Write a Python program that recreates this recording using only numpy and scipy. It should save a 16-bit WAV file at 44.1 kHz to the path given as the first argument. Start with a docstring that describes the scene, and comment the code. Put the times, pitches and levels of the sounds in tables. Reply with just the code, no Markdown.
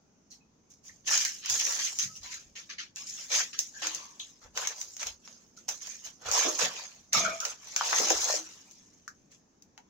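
"""A thin aluminium foil pan is crumpled, shifted and set down in a small hard kitchen, with a low room hum of
shaped noise under all. The hand grips: creases of three sizes buckle in showers of filtered clicks, and dented
panels flip as noisy pitched rings. Throughout, among the grips, single folds snap as short bright cracks, and
soft thumps of low sines come through the floor. Late on, the pan floor rings as its modes are tapped. Sparse
echo taps make the room, and the microphone port peaks sharply in the treble."""
import sys
import numpy as np
from scipy import signal
from scipy.io import wavfile
from scipy.ndimage import uniform_filter1d

SR = 44100
rng = np.random.default_rng(int(sys.argv[2]) if len(sys.argv) > 2 else 0)


def waveform_to_disk(signal):
    """Save audio, clipped to [-1, 1], as 16-bit WAV at the path in sys.argv[1]."""
    frames = np.transpose(np.atleast_2d(signal))
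    scaled = np.clip(frames, -1, 1) * 32767
    samples = np.round(scaled).astype(np.int16)
    wavfile.write(sys.argv[1], SR, samples)


N = 436149  # length in samples


def gain_of(db):
    """Decibels to an amplitude factor."""
    return 10 ** (np.asarray(db) / 20)


def read(points, hz):
    """A spectrum table read on a log-frequency axis."""
    table_hz, value = np.transpose(points)
    return np.interp(np.log(hz + 1), np.log(table_hz + 1), value)


def patches(shape, bins, frames):
    """Smooth chance over frequency and time, of spread 1; shape is (frames, bins), the result is turned."""
    field = uniform_filter1d(rng.standard_normal(shape), frames, 0)
    field = uniform_filter1d(field, bins, 1).T
    return field / field.std()


def alike(z, hz):
    """Long waves reach both microphones alike, so the low bins of the two spectra share more of their sound."""
    # likeness of left and right in diffuse sound: pitch_hz [Hz], likeness [0 to 1]
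    likeness = [(60, 0.93), (200, 0.82), (640, 0.18), (2000, 0.049)]
    same = np.clip(read(likeness, hz), -1, 1)[:, None]
    return np.array([z[0], same * z[0] + np.sqrt(1 - same ** 2) * z[1]])


def hum():
    """Room tone: random short-time spectra with a fixed colour and faint drifting patches."""
    # colour of the room tone: pitch_hz [Hz], relative_density_db [dB per Hz]
    colour = [(32, -25), (60, 8.5), (104, -12), (200, -2), (323, -10), (1150, -26), (4200, -40),
              (16000, -51.5)]
    level_db = -48.5
    hz, frames = np.fft.rfftfreq(1024, 1 / SR), N // 256 + 5
    real, imag = rng.standard_normal((2, 2, len(hz), frames))
    drift_db = 1.5 * patches((frames, len(hz)), 6, 30)
    z = alike(real + 1j * imag, hz) * gain_of(read(colour, hz)[:, None] + drift_db)
    x = signal.istft(z, nperseg=1024, noverlap=768)[1][:, :N]
    return gain_of(level_db) * x / x.std()


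def band(x, lo_hz, hi_hz):
    """Band-pass."""
    edges_hz = [lo_hz, min(hi_hz, SR / 2.1)]
    return signal.sosfilt(signal.butter(3, edges_hz, "band", fs=SR, output="sos"), x)


def clicks(per_s, spread_db):
    """Random clicks, many small and a few large, of mean power 1."""
    size = gain_of(spread_db * np.minimum(rng.exponential(1, N), 5))
    size *= rng.choice([-1, 1], N)
    train = size * (rng.random(N) < per_s / SR)
    return train / np.sqrt(np.mean(train ** 2))


def foil_ring(lo_hz, hi_hz, t60_s, shiver, size=4000):
    """A buckling tick and the dense shiver of the sheet, different at each microphone; energy 1 in each."""
    t = np.arange(size) / SR
    decay = gain_of(-60 * t / np.clip(t60_s, .005, 1))
    ring = shiver * rng.standard_normal((2, size)) * decay
    ring[[0, 1], rng.integers(0, 24, 2)] += 1  # the spot lies nearer to one microphone
    ring = band(ring, lo_hz, hi_hz)
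    return ring / np.linalg.norm(ring, axis=1)[:, None]


def grip_power():
    """Each grip of the hand closes, holds, then fades; power for every crease size, by the millisecond."""
    # grips: hold_start_s [s], rise_s [s, 2 ms or more], hold_s [s], fade_s [s, 10 ms or more],
    # fine_db [relative dB], middle_db [dB above fine], wide_db [dB above fine]; each size adds its own level
    grips = [(0.308, 0.011, 0.034, 0.074, -50.5, -20, -41), (0.704, 0.015, 0.0065, 0.11, -49, -20, -38),
             (0.853, 0.04, 0.023, 0.24, -47.5, -16.5, -17), (1.076, 0.025, 0.08, 0.066, -25, -8.5, -11.5),
             (1.139, .02, 0.099, 0.29, -28, -10.5, -19.5), (1.448, 0.059, 0.074, 0.038, -42.5, 0.5, -20),
             (1.49, 0.006, 0.048, 0.53, -24.5, -15, -16.5), (1.581, 0.017, 0.022, 0.16, -26.5, -9, -23),
             (1.647, 0.025, 0.034, 0.61, -26.5, -14.5, -12), (1.789, 0.011, 0.078, 0.11, -30, -7.5, -21),
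             (1.988, 0.004, 0.041, 0.092, -28, -10.5, -31), (2.158, 0.014, 0.0086, 0.071, -40, -22, -24),
             (2.233, 0.034, 0.031, 0.16, -43.5, -4, -10), (2.305, 0.023, 0.032, 0.21, -40, -6.5, -18),
             (2.555, 0.0048, 0.035, 0.17, -45, -5.5, -14), (2.695, 0.0062, 0.015, 0.1, -49, 7, -39),
             (2.783, 0.0037, 0.025, 0.12, -47.5, 6, -37), (2.964, 0.02, 0.055, 0.15, -41.5, -8.5, -16),
             (3.066, 0.013, 0.022, 0.68, -36.5, -19.5, -35), (3.201, 0.11, 0.015, 0.17, -53, 4.5, 0),
             (3.316, 0.036, 0.077, 0.13, -25.5, -7, -8), (3.53, 0.0094, 0.0056, 0.17, -42, -0.5, -44),
             (3.587, 0.0051, 0.013, 0.17, -32, -16.5, -21), (3.79, 0.16, 0.092, .1, -45, -12, -9),
             (3.82, 0.01, 0.01, 0.42, -33, -3.5, -2.5), (4.194, 0.003, 0.012, 0.28, -43.5, -11.5, -17.5),
             (4.413, 0.0092, 0.042, 0.13, -55, -10.5, 3.5), (4.567, 0.032, 0.086, 0.096, -33.5, -9, -3.5),
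             (4.674, 0.0087, 0.051, 0.055, -42.5, -6.5, 1), (4.782, 0.14, 0.014, 0.48, -40, -19.5, -10),
             (5.001, 0.032, 0.014, 0.11, -36, -9, -1), (5.06, 0.016, 0.016, 0.11, -37.5, -8, -5.5),
             (5.247, 0.044, 0.03, 0.62, -52.5, -11.5, -6), (5.566, 0.007, 0.006, 0.18, -49, -15, -38),
             (5.684, 0.009, 0.0074, 0.16, -31.5, -11.5, -7), (5.81, 0.02, 0.097, 0.32, -41, -12, -19),
             (6.049, 0.049, 0.022, 0.12, -39, -11.5, -10.5), (6.273, 0.079, 0.023, 0.13, -33, -10, 4.5),
             (6.323, 0.012, 0.094, 0.38, -24, -10, -2.5), (6.591, 0.015, 0.059, 0.11, -26, -6.5, 3),
             (6.683, .05, 0.1, 0.38, -40, -7, -2.5), (7.13, 0.008, 0.036, 0.34, -25.5, -5, -5),
             (7.407, 0.0018, 0.097, 0.1, -36, -11.5, -5.5), (7.66, 0.2, 0.071, 0.15, -48, -8, -5.5),
             (7.78, .006, 0.22, 1, -34, -6, -1), (7.929, 0.31, 0.43, 0.12, -26, -14, -6.5),
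             (8.466, .02, 0.0086, 0.85, -64, -13, -16.5), (9.317, 0.03, 0.018, 0.11, -54.5, -9.5, -30)]
    slope_db = -30  # one rise time before the hold, or one fade time after it for fine creases
    start, rise, hold, fade, fine_db, middle_db, wide_db = np.transpose(grips)[:, :, None]
    t = np.arange(0, N / SR + .01, .001) - start
    before = np.maximum(-t, 0) / np.maximum(rise, .002)
    after = np.maximum(t - hold, 0) / np.maximum(fade, .01)
    powers = []
    for size_db, haste in ((0, 1), (middle_db, 1.3), (wide_db, 1.3)):  # larger creases settle sooner
        grip_db = fine_db + size_db + slope_db * (before + haste * after)
        powers.append((gain_of(grip_db) ** 2).sum(0))
    return powers


def crumple(spots=6):
    """Showers of clicks from creases of each size, spread over several spots of the sheet."""
    # crease sizes, fine to wide: low_hz [Hz], high_hz [Hz] (outer edges, narrowed per spot), clicks_per_s [1/s],
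    # size_spread_db [dB], ring_t60_s [s], relative_level_db [dB]
    creases = [(3020, 15540, 1400, 2.5, 0.034, -2), (1185, 4960, 700, 0.5, 0.079, 11.5),
               (409, 1700, 450, 1.5, 0.077, 4.5)]
    out, time_ms = np.zeros((2, N)), np.arange(N) / SR * 1000
    for power, (lo_hz, hi_hz, per_s, spread_db, t60_s, db) in zip(grip_power(), creases):
        level = gain_of(db) * np.interp(time_ms, np.arange(len(power)), np.sqrt(power))
        train = clicks(per_s, spread_db) * level
        spot = rng.integers(0, spots, N)
        for i in range(spots):
            low, high = rng.uniform(1, 1.4, 2)  # each spot has a colour of its own
            ring = foil_ring(lo_hz * low, hi_hz / high, t60_s, 0.15, size=2048)
            out += signal.oaconvolve((train * (spot == i))[None], ring, axes=1)[:, :N]
    hz, t, z = signal.stft(out, SR, nperseg=512, noverlap=384)
    shape = (len(t), len(hz))
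    # the resonances of the sheet shift as it bends, and the creases give way in clumps
    resonance_db = 3.0 * patches(shape, 5, 12)
    clump_db = 0.72 * patches(shape, 66, 3)
    note_db = 5 * np.maximum(patches(shape, 2, 22) - 1, 0)  # brief narrow notes ring out
    z = alike(z, hz) * gain_of(resonance_db + clump_db + note_db)
    return signal.istft(z, SR, nperseg=512, noverlap=384)[1][:, :N]


def pops():
    """A dented panel flips or drags and shivers around its own pitch: wide is a knock, narrow a squeak."""
    # flipping panels: start_s [s], relative_peak_db [dB], pitch_hz [Hz], t60_s [s, before the swell and end fade],
    # spread [factor up and down, 1.02 or more]
    panels = [(0.894, -45, 1930, 0.04, 1.09), (1.25, -32, 1880, 0.25, 1.2), (.404, -66, 2550, 0.15, 0.96),
              (5.574, -53, 1380, 0.075, 1.06), (2.075, -52.5, 1300, .3, 1.02),
              (2.153, -51, 3000, 0.18, 1.14), (2.246, -49, 1010, 0.27, 1.03),
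              (3.531, -41, 2750, 0.037, 1.08), (3.735, -44, 1660, 0.7, 1.06), (3.971, -45, 1030, 1, 1.1),
              (3.799, -51, 314, 0.8, 0.95), (4.198, -32.5, 3500, 0.15, 1.13), (6.449, -24, 443, 0.35, 1.6),
              (.312, -54.5, 4250, 0.2, 1.07), (8.351, -43.5, 321, 0.4, 1.05), (2.783, -34, 1960, 0.1, 1.12),
              (7.146, -23, 1245, 0.091, 1.06), (7.248, -20.5, 1390, 0.2, 1.087),
              (7.406, -33, 1353, 0.33, 1.105), (7.81, -15.5, 1040, 0.025, 1.38),
              (7.929, -14.5, 1120, .06, 1.86), (7.989, -25.5, 370, 0.51, 1.68),
              (8.104, -16.5, 530, 0.11, 1.59), (8.298, -25.5, 606, 0.012, 1.21),
              (8.338, -24.5, 590, 0.045, 1.25), (9.078, -32, 1460, 0.017, 1.22),
              (9.777, -49.5, 846, 0.21, 1.13)]
    size = 12000
    out, t = np.zeros((2, N + size)), np.arange(1, size + 1) / SR
    for start_s, db, hz, t60_s, spread in panels:
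        spread = max(spread, 1.02)
        ring = foil_ring(hz / spread, hz * spread, t60_s, min(t60_s, 0.16), size=size)
        swell = np.minimum(t / (.05 * t60_s ** 2), 1)  # long drags swell in
        ring = ring * swell * (1 - t / t[-1])  # all fade out
        at = round(start_s * SR)
        out[:, at:at + size] += gain_of(db + 15.5) * ring / abs(ring).max()
    return out[:, :N]


def snaps():
    """Each fold gives a bright crack and a duller part, both with a short shiver."""
    # snapping folds: start_s [s], relative_level_db [dB], relative_dull_db [dB, duller part only]
    folds = [(1.1768, -14, -7.5), (1.2505, -13, -19), (1.4596, -21.5, -10), (1.4985, -14, -14),
             (1.599, -20, -18), (1.988, -16, -42), (2.96, -27.5, -35), (3.59, -13, -39),
             (3.8696, -18.5, -3.5), (3.948, -21, -33), (4.575, -19.5, 3), (4.6727, -15.5, -7),
             (4.814, -22, -15), (4.967, -29.5, -11), (5.03, -25, 2.5), (5.069, -21, -9), (5.276, -43, 8),
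             (5.689, -18, -6.5), (5.871, -29, -8.5), (6.3145, -14.5, -21), (6.79, -34, -1),
             (7.1315, -11, -32.5), (7.403, -20, -24), (7.452, -18, -3), (7.763, -13.5, -2),
             (7.961, -20, -31), (7.9845, -15.5, -1), (8.103, -13, -1), (8.711, -41, -38),
             (9.0788, -32.5, -32.5), (9.623, -42.5, -28), (9.7775, -42.5, 6)]
    out = np.zeros((2, N + 4000))
    t60_s, shiver = .03, .13
    for start_s, db, dull_db in folds:
        bright = gain_of(18.5) * foil_ring(2500, 14400, t60_s, shiver)
        dull = gain_of(dull_db + 23.5) * foil_ring(660, 3400, t60_s, shiver)
        at = round(start_s * SR)
        out[:, at:at + 4000] += gain_of(db) * (bright + dull)
    return out[:, :N]


def thumps(t60_s=0.29, rise_s=0.0072):
    """Soft low pushes, steps or knocks on the counter: close low tones, a little out of step left and right."""
    # thumps: start_s [s], relative_level_db [dB], middle_tone_hz [Hz]
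    pushes = [(1.501, -50, 99.4), (2.038, -47.5, 139.4), (2.203, -52.5, 61), (2.46, -57, 50),
              (4.45, -52.5, 53.6), (5.059, -49.5, 59.6), (6.26, -46, 75.6), (6.62, -45, 186),
              (7.155, -42, 168), (8.149, -50, 58)]
    size = 12000
    out, t = np.zeros((2, N + size)), np.arange(size) / SR
    ratios = np.array([.75, 1, 1.35])[:, None, None]  # three tones in each lump
    for start_s, db, hz in pushes:
        turns = hz * ratios * t + rng.uniform(0, 0.15, (3, 2, 1))
        tones = np.sin(2 * np.pi * turns).sum(0)
        envelope = gain_of(db + 18.5 - 60 * t / t60_s) * (1 - np.exp(-t / rise_s))
        at = round(start_s * SR)
        out[:, at:at + size] += envelope * tones
    return out[:, :N]


def pan_floor(spread_db=3.5):
    """The landing pan chatters; each mode, a decaying sine, is tapped at its own moments."""
    # modes of the pan floor: pitch_hz [Hz], width_hz [Hz], relative_level_db [dB]
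    modes = [(195, 31, -10.5), (662, 23, -5), (1245, 20, -6), (2246, 33, -10), (2410, 28, -10)]
    # chatter of the landing pan: time_s [s], relative_level_db [dB]
    chatter = [(7.14, -38), (7.33, -41), (7.41, -61)]
    t, out = np.arange(8000) / SR, np.zeros((2, N))
    chatter_s, chatter_db = np.transpose(chatter)
    chatter_db = np.interp(np.arange(N) / SR, chatter_s, chatter_db, -100, -100)  # far down outside the table
    for hz, width_hz, db in modes:
        taps = clicks(300, spread_db) * gain_of(chatter_db + db + 17)
        phase = rng.uniform(0, 1, (2, 1))  # radians, one for each side
        mode = np.exp(-np.pi * width_hz * t) * np.sin(2 * np.pi * hz * t + phase)
        out += signal.oaconvolve(taps[None], mode / np.linalg.norm(mode[0]), axes=1)[:, :N]
    return out


def kitchen(x):
    """Small hard room: sparse echo taps of random sign, dying away quickly."""
    t60_s = 0.13
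    taps = np.zeros((2, SR // 2))
    grid = np.arange(200, SR // 2 - 20, 20)
    at = grid + rng.integers(0, 20, (2, len(grid)))  # one tap at random in every 20 samples
    np.put_along_axis(taps, at, rng.choice([-1., 1.], at.shape), 1)
    hz, t, z = signal.stft(taps, SR, nperseg=256)
    tail = signal.istft(alike(z, hz) * gain_of(-60 * t / t60_s), SR, nperseg=256)[1]
    tail /= np.linalg.norm(tail, axis=1)[:, None]
    return signal.fftconvolve(x.mean(0)[None], tail, axes=1)[:, :N]


def scene():
    """Foil with its room, over thumps and hum; rustles carry little added echo, blows carry more."""
    # place of the pan: time_s [s], left_minus_right_db [dB]
    place = [(1, -1), (4.3, 1.5), (5.7, -3), (8.2, 1), (9.1, 1)]
    rustle = crumple()
    blows = snaps() + pops() + pan_floor()
    room = kitchen(gain_of(-10.5) * rustle + gain_of(-2.5) * blows)
    side_db = np.interp(np.arange(N) / SR, *np.transpose(place))
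    placed = (rustle + blows + room) * gain_of(np.outer([.5, -.5], side_db))
    return placed + thumps() + hum()


def record(dry):
    """The microphone port colours all sound through a causal minimum-phase filter; then the band limit."""
    # response of the microphone port: pitch_hz [Hz], gain_db [dB]
    port_response = [(30, -22.5), (3400, -12), (4500, -7.5), (5300, 0), (6400, 7), (7000, 1), (8400, -19.5),
                     (13500, -22.5), (15300, -7), (16000, -15)]
    edge_hz = 16150
    hz = abs(np.fft.fftfreq(4096, 1 / SR))
    log_gain = np.log(gain_of(read(port_response, hz)))
    phase = -signal.hilbert(log_gain).imag
    port = np.fft.ifft(np.exp(log_gain + 1j * phase)).real[:2048]
    heard = signal.oaconvolve(dry, port[None], axes=1)[:, :N]
    low_pass = signal.firwin(511, edge_hz, window=("kaiser", 9), fs=SR)
    return signal.oaconvolve(heard, low_pass[None], "same")


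dry = scene()
out = record(dry)
waveform_to_disk(out)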